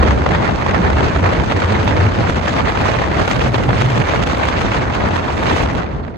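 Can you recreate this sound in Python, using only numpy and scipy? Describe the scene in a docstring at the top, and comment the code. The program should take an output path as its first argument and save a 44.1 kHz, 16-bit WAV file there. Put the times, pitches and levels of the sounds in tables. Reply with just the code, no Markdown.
"""Wind buffets a phone held out of the open window of a truck at highway speed. Vortices shed from the
hand and phone give a low throb; turbulence tears and fizzes in bursts at the two microphone ports, and
sharp ticks dot the gusts, thickest in the second half. Underneath lie a broad wind roar and tyre hiss.
At the end the phone is pulled into shelter: the wind turns dull and the road falls away."""
import sys
import numpy as np
from scipy import signal
from scipy.fft import rfft, irfft, next_fast_len
from scipy.io import wavfile
from scipy.ndimage import uniform_filter1d, map_coordinates

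SR = 44100
rng = np.random.default_rng(int(sys.argv[2]) if len(sys.argv) > 2 else 0)


def wav_record(signal):
    """Record a signal, one row per channel, as 16-bit PCM in the file named by sys.argv[1]."""
    frames = np.transpose(np.atleast_2d(signal))
    bounded = np.clip(frames, -1, 1)
    # unit amplitude maps onto the largest positive 16-bit level
    quanta = np.round(bounded * 32767).astype(np.int16)
    wavfile.write(sys.argv[1], SR, quanta)


N = 272307

# Pitch and level of the vortex throb: t/s, shedding f/Hz, level/dB
VORTICES = [(0, 72.3, 0), (.07, 73.7, -21), (.13, 65, -10), (.2, 75, -21), (.23, 79, -12), (.27, 71, -28),
            (.31, 65.7, -17), (.39, 101.9, -19), (.45, 92.5, -28), (.49, 80, -15), (.64, 108.4, -34),
            (.74, 75.2, -22), (.88, 80.5, -23), (.95, 60.3, -11.5), (1.03, 80.2, -20), (1.05, 84.4, -16),
            (1.12, 66.5, -23), (1.16, 69.9, -5.5), (1.19, 77.7, -22), (1.28, 95.9, -14.5),
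            (1.37, 89.8, -36), (1.52, 115.6, -17), (1.57, 85, -14.5), (1.62, 78.3, -40), (1.65, 82.5, -12),
            (1.72, 104.1, -17), (1.77, 74.8, -20), (1.85, 83.05, -13), (1.9, 105.5, -19.5),
            (1.95, 87.6, -24), (2.0, 90.9, -9), (2.04, 100.4, -16.5), (2.07, 106.3, -11), (2.11, 88.1, -27),
            (2.18, 113.1, -23), (2.2, 115.8, -13.5), (2.29, 77.3, -20), (2.45, 87.1, -28.5),
            (2.63, 66.6, -23), (2.67, 79.7, -31), (2.75, 107.4, -22), (2.92, 103.5, -36.5),
            (2.97, 131, -18), (3.01, 106.5, -32), (3.08, 60.9, -14), (3.13, 82.5, -25), (3.2, 88.1, -17),
            (3.3, 95.55, -33), (3.38, 140, -25), (3.44, 131.3, -23.5), (3.51, 119, -25), (3.58, 107, -17),
            (3.63, 99.55, -31), (3.67, 124.4, -16.5), (3.7, 113, -15), (3.73, 105, -28), (3.77, 99.1, -12),
            (3.79, 107.3, -28), (3.81, 125, -8.5), (3.835, 126.2, -17), (3.86, 132.3, -6),
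            (3.92, 124, -15.5), (3.95, 124.9, -15.5), (3.98, 104.1, -29), (4.0, 135, -10), (4.02, 108, -14),
            (4.05, 79.84, -26), (4.25, 60, -22), (4.41, 72, -29), (4.45, 75, -28.5), (4.62, 78, -23),
            (4.75, 124.9, -27), (4.92, 118.2, -27), (5.05, 99.8, -22.5), (5.33, 72, -30), (5.55, 77.9, -25),
            (5.63, 64.2, -23), (5.72, 75.7, -28), (5.77, 69, -32), (5.88, 72.5, -40), (6.17, 89.4, -28)]
# Gust faders: t/s, fizz level/dB, tearing level/dB (700-2500 Hz), roar level/dB (200-600 Hz)
GUSTS = [(0.02, -35, -18, -18.5), (0.11, -31.5, -22.5, -20.5), (0.16, -40.5, -33, -19),
         (0.19, -37, -26, -21), (0.23, -37.5, -28, -22), (0.34, -34, -18.5, -20), (0.38, -38, -25, -20.5),
         (0.43, -32.5, -19.5, -21), (0.5, -36.5, -23.5, -19), (0.57, -38.5, -31, -23.5),
         (0.63, -37, -19.5, -25), (0.65, -39.5, -34, -24.5), (0.69, -33.5, -18, -20), (0.73, -41, -30, -23),
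         (0.75, -33, -14, -21.5), (0.8, -39, -30, -20.5), (0.86, -34.5, -15.5, -18),
         (0.91, -36.5, -27.5, -20), (0.95, -37, -29.5, -22.5), (0.98, -30, -17, -18.5),
         (1.02, -35, -24.5, -21.5), (1.05, -31, -19, -18), (1.12, -35.5, -26, -24), (1.16, -34, -22, -19),
         (1.21, -38, -28.5, -25), (1.245, -37, -22.5, -15.5), (1.265, -34.5, -13.5, -30),
         (1.28, -36, -22.5, -21), (1.31, -35.5, -23, -24.5), (1.39, -34, -22, -19.5),
         (1.46, -34.5, -33, -22.5), (1.49, -35, -24.5, -20.5), (1.53, -29, -20, -24),
         (1.55, -37.5, -31.5, -21.5), (1.6, -32, -23, -22), (1.69, -33, -22.5, -21),
         (1.73, -34, -22, -21.5), (1.85, -34.5, -24, -21), (1.88, -29.5, -17.5, -22), (1.96, -37, -26, -19),
         (2.02, -30.5, -18, -22), (2.1, -39, -28, -24), (2.22, -31, -19, -22.5), (2.25, -35, -21, -25),
         (2.3, -28.5, -21.5, -22), (2.34, -40.5, -35, -25.5), (2.38, -30.5, -19.5, -22),
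         (2.4, -42, -33, -25), (2.48, -26.5, -18.5, -25.5), (2.55, -33, -26.5, -22),
         (2.58, -29, -17.5, -20), (2.64, -37, -26, -23), (2.68, -28.5, -14.5, -22.5), (2.73, -35, -23, -22),
         (2.88, -29, -19.5, -21.5), (3.05, -33.5, -22, -23), (3.1, -38, -26.5, -22.5),
         (3.12, -36.5, -22.5, -22.5), (3.22, -30, -21, -18.5), (3.27, -33, -24, -25.5),
         (3.31, -27.5, -21, -22), (3.39, -34.5, -24.5, -19.5), (3.42, -28, -22.5, -26),
         (3.48, -31.5, -20, -19.5), (3.51, -46, -35.5, -29), (3.55, -31, -19, -24), (3.57, -35, -30.5, -23),
         (3.6, -33.5, -23, -20), (3.67, -36.5, -34, -23), (3.69, -37.5, -23, -21),
         (3.82, -27.5, -21.5, -23), (3.88, -37, -25.5, -28), (3.91, -33, -24, -22.5),
         (3.99, -27.5, -21.5, -18.5), (4.04, -38, -25.5, -24), (4.13, -27, -17, -23.5),
         (4.21, -37.5, -25.5, -20), (4.23, -23.5, -24, -24), (4.25, -43, -31.5, -25.5),
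         (4.27, -29, -24, -22.5), (4.4, -33.5, -22, -24.5), (4.44, -31, -19.5, -24),
         (4.49, -27, -21.5, -23), (4.52, -33, -22, -26), (4.56, -33, -22, -24), (4.62, -28.5, -23, -23.5),
         (4.68, -35, -24, -22), (4.7, -36, -28, -26), (4.75, -25.5, -18, -25), (4.79, -33, -22.5, -22),
         (4.86, -39, -26.5, -23.5), (4.91, -39.5, -25, -24.5), (4.95, -28.5, -23.5, -29.5),
         (4.98, -39, -23, -22.5), (5.08, -33, -20.5, -24), (5.12, -39, -25.5, -22),
         (5.16, -28.5, -21.5, -27.5), (5.21, -38.5, -27, -25), (5.31, -33.5, -20.5, -25),
         (5.35, -33.5, -31, -22.5), (5.4, -33, -22.5, -24), (5.44, -31, -18, -23), (5.47, -29, -20, -22),
         (5.51, -28.5, -16.5, -21), (5.54, -31, -25.5, -18), (5.57, -23, -18.5, -27),
         (5.6, -31.5, -20.5, -20), (5.63, -25, -20.5, -21), (5.67, -40, -27, -25),
         (5.78, -35.5, -25, -21.5), (5.87, -49, -29.5, -29.5), (5.96, -50, -34.5, -25.5),
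         (6.04, -55, -35.5, -28.5), (6.1, -54, -39, -30.5), (6.17, -61, -44, -34.5)]
# Hits of the strongest eddies: t/s, rough peak level/dB, fizz level against the tearing/dB
STRONG_EDDIES = [(0.028, -5, -14), (0.073, -5, -20), (0.107, -8, -22), (0.175, -16, -20), (0.216, -12, -23),
                 (0.26, -3, -21), (0.307, -15, -23), (0.347, -2, -23), (0.489, -11, -22), (0.543, -19, -20),
                 (0.607, -26, -20), (0.623, -10, -17), (0.661, -4, -14), (0.691, -13, -20),
                 (0.708, -2.5, -18), (0.743, -9, -20), (0.815, -15, -20), (0.899, -3, -18),
                 (0.928, -12, -22), (0.967, -22, -24), (1.004, -10, -14), (1.041, -9.5, -13),
                 (1.159, -4, -20), (1.226, -13, -18), (1.261, -12, -8), (1.288, -12, -20),
                 (1.333, -15, -22), (1.347, -9, -20), (1.435, -14, -20), (1.495, -14, -20),
                 (1.518, -3, -20), (1.561, -8, -17), (1.599, -6, -12), (1.618, -3, -26), (1.703, -21, -20),
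                 (1.72, -13, -10), (1.874, -8, -20), (1.907, -11, -18), (1.963, -9, -16), (2.116, -13, -18),
                 (2.143, -25, -18), (2.185, -10, -20), (2.343, -11, -22), (2.409, -11, -24),
                 (2.475, -12, -22), (2.562, -10, -18), (2.653, -16, -17), (2.749, -10, -20),
                 (2.995, -11, -20), (3.018, -22, -23), (3.035, -15, -22), (3.112, -10, -20),
                 (3.275, -10, -12), (3.31, -1, -10), (3.332, -16, -20), (3.391, -14, -16), (3.411, -7, -25),
                 (3.457, -15, -18), (3.54, -10, -16), (3.58, -7, -17), (3.637, -21, -20), (3.655, -19, -20),
                 (3.688, -7, -18), (3.728, -14, -22), (3.813, -13, -24), (3.857, -13, -15),
                 (3.899, -11, -6), (3.954, -9, -20), (4.013, -8, -20), (4.232, -13, -12), (4.266, -15, -20),
                 (4.296, -13, -23), (4.408, -19, -20), (4.484, -6, -21), (4.716, -6, -17),
                 (5.004, -14, -16), (5.158, -10, -20), (5.501, -19, -20), (5.56, -7, -22),
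                 (5.695, -15, -22), (5.777, -19, -20), (5.927, -35, -20), (5.947, -26, -20),
                 (6.078, -24, -20), (6.156, -26, -20)]
# Midrange tone of the tearing: f/Hz, level/dB
TEAR_EQ = [(100, -63), (300, -2.5), (600, 2), (1000, 0.5), (2000, -6.5), (3000, -21), (4500, -24.5),
           (8000, -66)]
# Bright tone of the fizz: f/Hz, level/dB
FIZZ_EQ = [(1500, -18.5), (2500, 2), (3300, 0), (4300, -8.5), (6000, -8), (8000, -17), (9500, -29),
           (12000, -34.5), (15800, -70)]
# Tick cues: t/s, level/dB, left-right lean before widening/dB
TICK_CUES = [(0.6719, -46, 0.5), (1.04, -41, -1.0), (1.5968, -50, 0.0), (1.8487, -38, -0.5),
             (2.3012, -43, 1.5), (2.5636, -50, 1.0), (2.7097, -42, -1.0), (2.815, -42, 0.0),
             (3.1457, -46, -1.0), (3.1946, -42, 4.5), (3.2054, -43, 0.5), (3.2764, -46, -0.5),
             (3.2919, -42, 1.5), (3.3009, -37, -2.0), (3.3104, -40, -1.0), (3.3433, -43, 0.0),
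             (3.3902, -40, 0.0), (3.4411, -50, 1.0), (3.481, -41, -0.5), (3.5518, -45, 0.0),
             (3.5653, -41, -0.5), (3.6365, -39, 0.5), (3.8107, -40, 0.5), (3.8596, -37, -4.5),
             (3.9085, -41, -0.5), (3.9938, -42, -3.5), (4.1265, -41, 0.5), (4.152, -41, 0.5),
             (4.1904, -44, 1.5), (4.2303, -36, 0.5), (4.2687, -42, 0.0), (4.2971, -46, -0.5),
             (4.3226, -40, 2.0), (4.3824, -38, -2.0), (4.4358, -43, 0.5), (4.4523, -42, 1.5),
             (4.6074, -48, 0.0), (4.6318, -51, 0.0), (4.7002, -47, -1.5), (4.7456, -42, 2.0),
             (4.9482, -41, -1.5), (4.9955, -44, 2.0), (5.0878, -41, 4.0), (5.1387, -51, -1.0),
             (5.1572, -43, 0.0), (5.3113, -46, 1.0), (5.437, -38, -4.0), (5.5009, -48, 0.0),
             (5.5333, -43, 0.0), (5.5648, -37, -0.5), (5.5714, -43, -0.5), (5.5857, -44, 2.0),
             (5.6246, -33, 1.5), (5.7364, -46, 0.5), (5.7508, -45, -0.5), (5.7778, -50, -1.0)]
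# Fader of the spitting between ticks: t/s, level/dB
SPIT_FADER = [(0, -64), (.3, -65), (1.5, -62), (3, -60.5), (3.3, -54), (3.55, -57), (3.85, -56), (4.4, -60),
              (4.85, -80), (5.3, -59), (5.6, -53), (5.68, -66), (5.78, -61), (5.86, -82), (6.17, -100)]
# Crisp tone of ticks and spitting: f/Hz, level/dB
TICK_EQ = [(2000, -20), (4000, 0), (6000, 3), (9000, 2.5), (12000, -6), (15800, -13)]
# Bass-heavy tone of the wind roar: f/Hz, level/dB
ROAR_EQ = [(15, -47), (25, -31), (40, -5), (60, 0.5), (130, -5), (200, -6.5), (420, -12.5), (700, -16.5),
           (1500, -31.5), (4000, -80)]
# Tone of the tyres on the road: f/Hz, level/dB
TYRE_EQ = [(300, -16), (900, 3.5), (2000, -6), (3500, -20), (6000, -26.5), (8500, -34), (10000, -72)]
# Fader of the tyre hiss, dropping in shelter: t/s, level/dB
TYRE_FADER = [(0, -27.5), (1.2, -27.5), (2.5, -28), (3.5, -30), (4.5, -27.5), (5.65, -27.5), (5.9, -45),
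              (6.17, -57)]
# Stereo width of the wind and road: f/Hz, left-right likeness (0-1), phase lead of the left/rad
STEREO_WIDTH = [(130, .72, -.1), (330, .3, -.7), (750, .18, 2.6), (1030, .46, 2.0), (2150, .44, -1.0),
                (3200, .2, 2.7), (4200, .5, 0), (5400, .63, -3), (6500, .67, 0), (8000, .25, -2.1),
                (9300, .75, 3.1), (11300, .9, 0), (13300, .85, 3.1), (15300, .72, 0)]
# Balance of the two channels: f/Hz, left-right level/dB
BALANCE = [(60, -2), (120, 0.5), (240, -1.5), (490, 1), (990, -0.5), (2000, -4), (4020, -3), (8110, -2.5)]


def vortex_throb(width_hz=30, steady=0.6, likeness=0.97, waver_hz=5, breakup_db=0.76):
    """Shed vortices: a wavering low tone in a narrow band of noise, nearly the same at both ports."""
    shedding_hz, level_db = curves(VORTICES)
    drift = filtered(rng.standard_normal((2, 2, N)), lambda hz: 1 / (1 + (2 * hz / width_hz) ** 2))
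    phase = 2 * np.pi * np.cumsum(shedding_hz + waver_hz * wobble(45)[0]) / SR
    mid_noise, side_noise = unit(drift[:, 0] * np.cos(phase) + drift[:, 1] * np.sin(phase))
    mid = unit(steady * unit(np.sin(phase)) + (1 - steady) * mid_noise)
    spread = np.arccos(likeness) / 2
    ports = np.cos(spread) * mid + np.sin(spread) * side_noise * [[1], [-1]]
    return amp(level_db) * unit(amp(breakup_db * wobble(25)) * ports)


def turbulence(tear_db, fizz_db, tear_bursts, fizz_bursts, ceiling_db=6):
    """Eddies of several sizes pass the ports, swelling a gritty midrange tear and a bright fizz."""
    port_db = 1.3 * wobble(60, channels=2) + 2.44 * wobble(150, channels=2)
    port_db += 1.77 * wobble(330, channels=2)
    swell_db = 1.17 * wobble(90) + port_db
    limited_db = ceiling_db * np.tanh(swell_db / ceiling_db)
    eddies = unit(amp(np.where(swell_db > 0, limited_db, swell_db)))  # swells level off, lulls stay deep
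    air = patchy_hiss() + 0.86 * crackle(per_second=450, spread_db=5.0)
    tear = coloured(air, TEAR_EQ, band_hz=(700, 2500)) * (amp(tear_db) * eddies + tear_bursts)
    fizz = coloured(air, FIZZ_EQ) * (amp(fizz_db) * (0.13 + 0.61 * eddies) + fizz_bursts)
    return tear + fizz


def eddy_bursts(rise_s=0.0028, length_s=0.0055, crest_db=12, pan_scatter_db=3):
    """Tear and fizz envelopes of the strongest eddies: short punches, each nearer one port."""
    envelopes = np.zeros((2, 2, N + SR))
    t = np.arange(SR // 8) / SR
    shape = (1 - np.exp(-(t / rise_s) ** 2)) * np.exp(-(t / length_s) ** 2)
    for start_s, peak_db, fizz_db in STRONG_EDDIES:
        gains = amp(peak_db - crest_db) * pan(pan_scatter_db * rng.standard_normal())
        swell = gains * shape / shape.max()
        start = round(start_s * SR)
        envelopes[..., start:start + len(t)] += [swell, amp(fizz_db) * swell]
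    return envelopes[..., :N]


def ticks(spit_db, tear_bursts, widen=1.5, puff_db=-17, puff_s=0.004, burst_spit_db=-50):
    """Sharp treble clicks over a spitting sizzle that puffs up around each click and strong eddy."""
    def snap(hz):
        gain = amp(along(TICK_EQ, hz))
        return 2 * gain / np.mean(gain * (hz > 9000))  # the top end sets the click's level

    clicks = np.zeros((2, N))
    for start_s, level_db, lean_db in TICK_CUES:
        clicks[:, round(start_s * SR)] = amp(level_db) * pan(widen * lean_db)[:, 0]
    puff_shape = np.exp(-(np.arange(-2000, 2001) / SR / puff_s) ** 2)
    puffs = amp(puff_db) * signal.fftconvolve(clicks.mean(axis=0), puff_shape, "same")
    spit = crackle(per_second=160, spread_db=1.5)
    sizzle = 0.8 * amp(2.0 * wobble(90)) * rng.standard_normal((2, N))
    envelope = amp(spit_db) + puffs + amp(burst_spit_db) * tear_bursts
    return filtered(clicks, snap) + envelope * coloured(spit + sizzle, TICK_EQ)


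def wind_roar(level_db):
    """The body of the wind: broad low noise, slightly lumpy at each port."""
    lumps = amp(0.56 * wobble(14, channels=2) + 1.68 * wobble(45, channels=2))
    return amp(level_db) * coloured(lumps * rng.standard_normal((2, N)), ROAR_EQ, band_hz=(200, 600))


def tyre_hiss():
    """Tyres on the road: an even bed that fills the lulls between gusts."""
    return amp(curves(TYRE_FADER)[0]) * coloured(patchy_hiss(), TYRE_EQ)


def stereo_image(pair):
    """Sets the width: left-right likeness, phase and balance vary with frequency."""
    f, likeness, lead = np.transpose(STEREO_WIDTH)
    link = lambda hz: np.interp(hz, f, likeness * np.exp(1j * lead))
    bleed = lambda hz: np.arcsin(np.abs(link(hz))) / 2
    turn = lambda hz: np.array([np.exp(1j * np.angle(link(hz))), np.ones(len(hz))])
    image = lambda hz: turn(hz) * pan(along(BALANCE, hz))
    direct = filtered(pair, lambda hz: np.cos(bleed(hz)) * image(hz))
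    crossed = filtered(pair[::-1], lambda hz: np.sin(bleed(hz)) * image(hz))
    return direct + crossed


def crackle(per_second, spread_db):
    """Grit: sparse pressure spikes of uneven size at each port."""
    hit, size, sign = rng.random((3, 2, N))
    return unit((hit < per_second / SR) * amp(-spread_db * np.log(size + 0.016)) * np.sign(sign - .5))


def patchy_hiss(depth_db=3.0):
    """Hiss with patches of random gain, about 1 kHz by 15 ms, so that bands move on their own."""
    spectrum = signal.stft(rng.standard_normal((2, N)), nperseg=256)[2]
    patches = uniform_filter1d(rng.standard_normal(spectrum.shape), size=6, axis=1)
    patches = uniform_filter1d(patches, size=5, axis=2)
    return signal.istft(spectrum * amp(depth_db * unit(patches)), nperseg=256)[1][:, :N]


def wobble(rate, channels=1):
    """Smooth random modulation, rate knots a second."""
    coarse = np.arange(0, N + 16, 16)
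    knots = rng.standard_normal((channels, N // 100))
    smooth = [map_coordinates(row, [coarse * rate / SR]) for row in knots]
    return np.array([np.interp(np.arange(N), coarse, row) for row in smooth])


def filtered(x, response):
    """x through a complex frequency response."""
    size = next_fast_len(N + 8192)
    return irfft(rfft(x, size) * response(np.fft.rfftfreq(size, 1 / SR)), size)[..., :N]


def coloured(x, eq, band_hz=(0, 20000)):
    """x through an EQ curve, at rms 1 within the band."""
    x = filtered(x, lambda hz: amp(along(eq, hz)))
    return x / np.std(filtered(x, lambda hz: (hz > band_hz[0]) & (hz < band_hz[1])))


def along(points, hz):
    """A curve's value at hz, on a log frequency axis."""
    f, values = np.transpose(points)
    return np.interp(np.log(hz + 1), np.log(f + 1), values)


def curves(rows):
    """Automation: one value per sample for each column after the time."""
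    times, *columns = np.transpose(rows)
    return [np.interp(np.arange(N) / SR, times, column) for column in columns]


def pan(db):
    """Left and right gains, as two rows, for a lean of db to the left."""
    return amp(np.vstack([db, -db]) / 2)


def amp(db):
    """Gain of a dB value."""
    return 10 ** (np.asarray(db) / 20)


def unit(x):
    """x at rms 1."""
    return x / np.sqrt(np.mean(np.abs(x) ** 2) + 1e-20)


def scene():
    """The throb sits in the centre; gusts and road spread around it."""
    fizz_db, tear_db, roar_db = curves(GUSTS)
    tear_bursts, fizz_bursts = eddy_bursts()
    wind = wind_roar(roar_db) + turbulence(tear_db, fizz_db, tear_bursts, fizz_bursts)
    wind += ticks(curves(SPIT_FADER)[0], tear_bursts)
    return vortex_throb() + stereo_image(wind + tyre_hiss())


def record(dry, ceiling=.97, hardness=4, low_hz=36, top_hz=15830):
    """The microphones cut the deepest bass; loud peaks round off and nothing passes above top_hz."""
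    trimmed = filtered(dry, lambda hz: (1j * hz / (low_hz + 1j * hz)) ** 2)
    rounded = trimmed / (1 + np.abs(trimmed / ceiling) ** hardness) ** (1 / hardness)
    return filtered(rounded, lambda hz: hz < top_hz)


dry = scene()
out = record(dry)
wav_record(out)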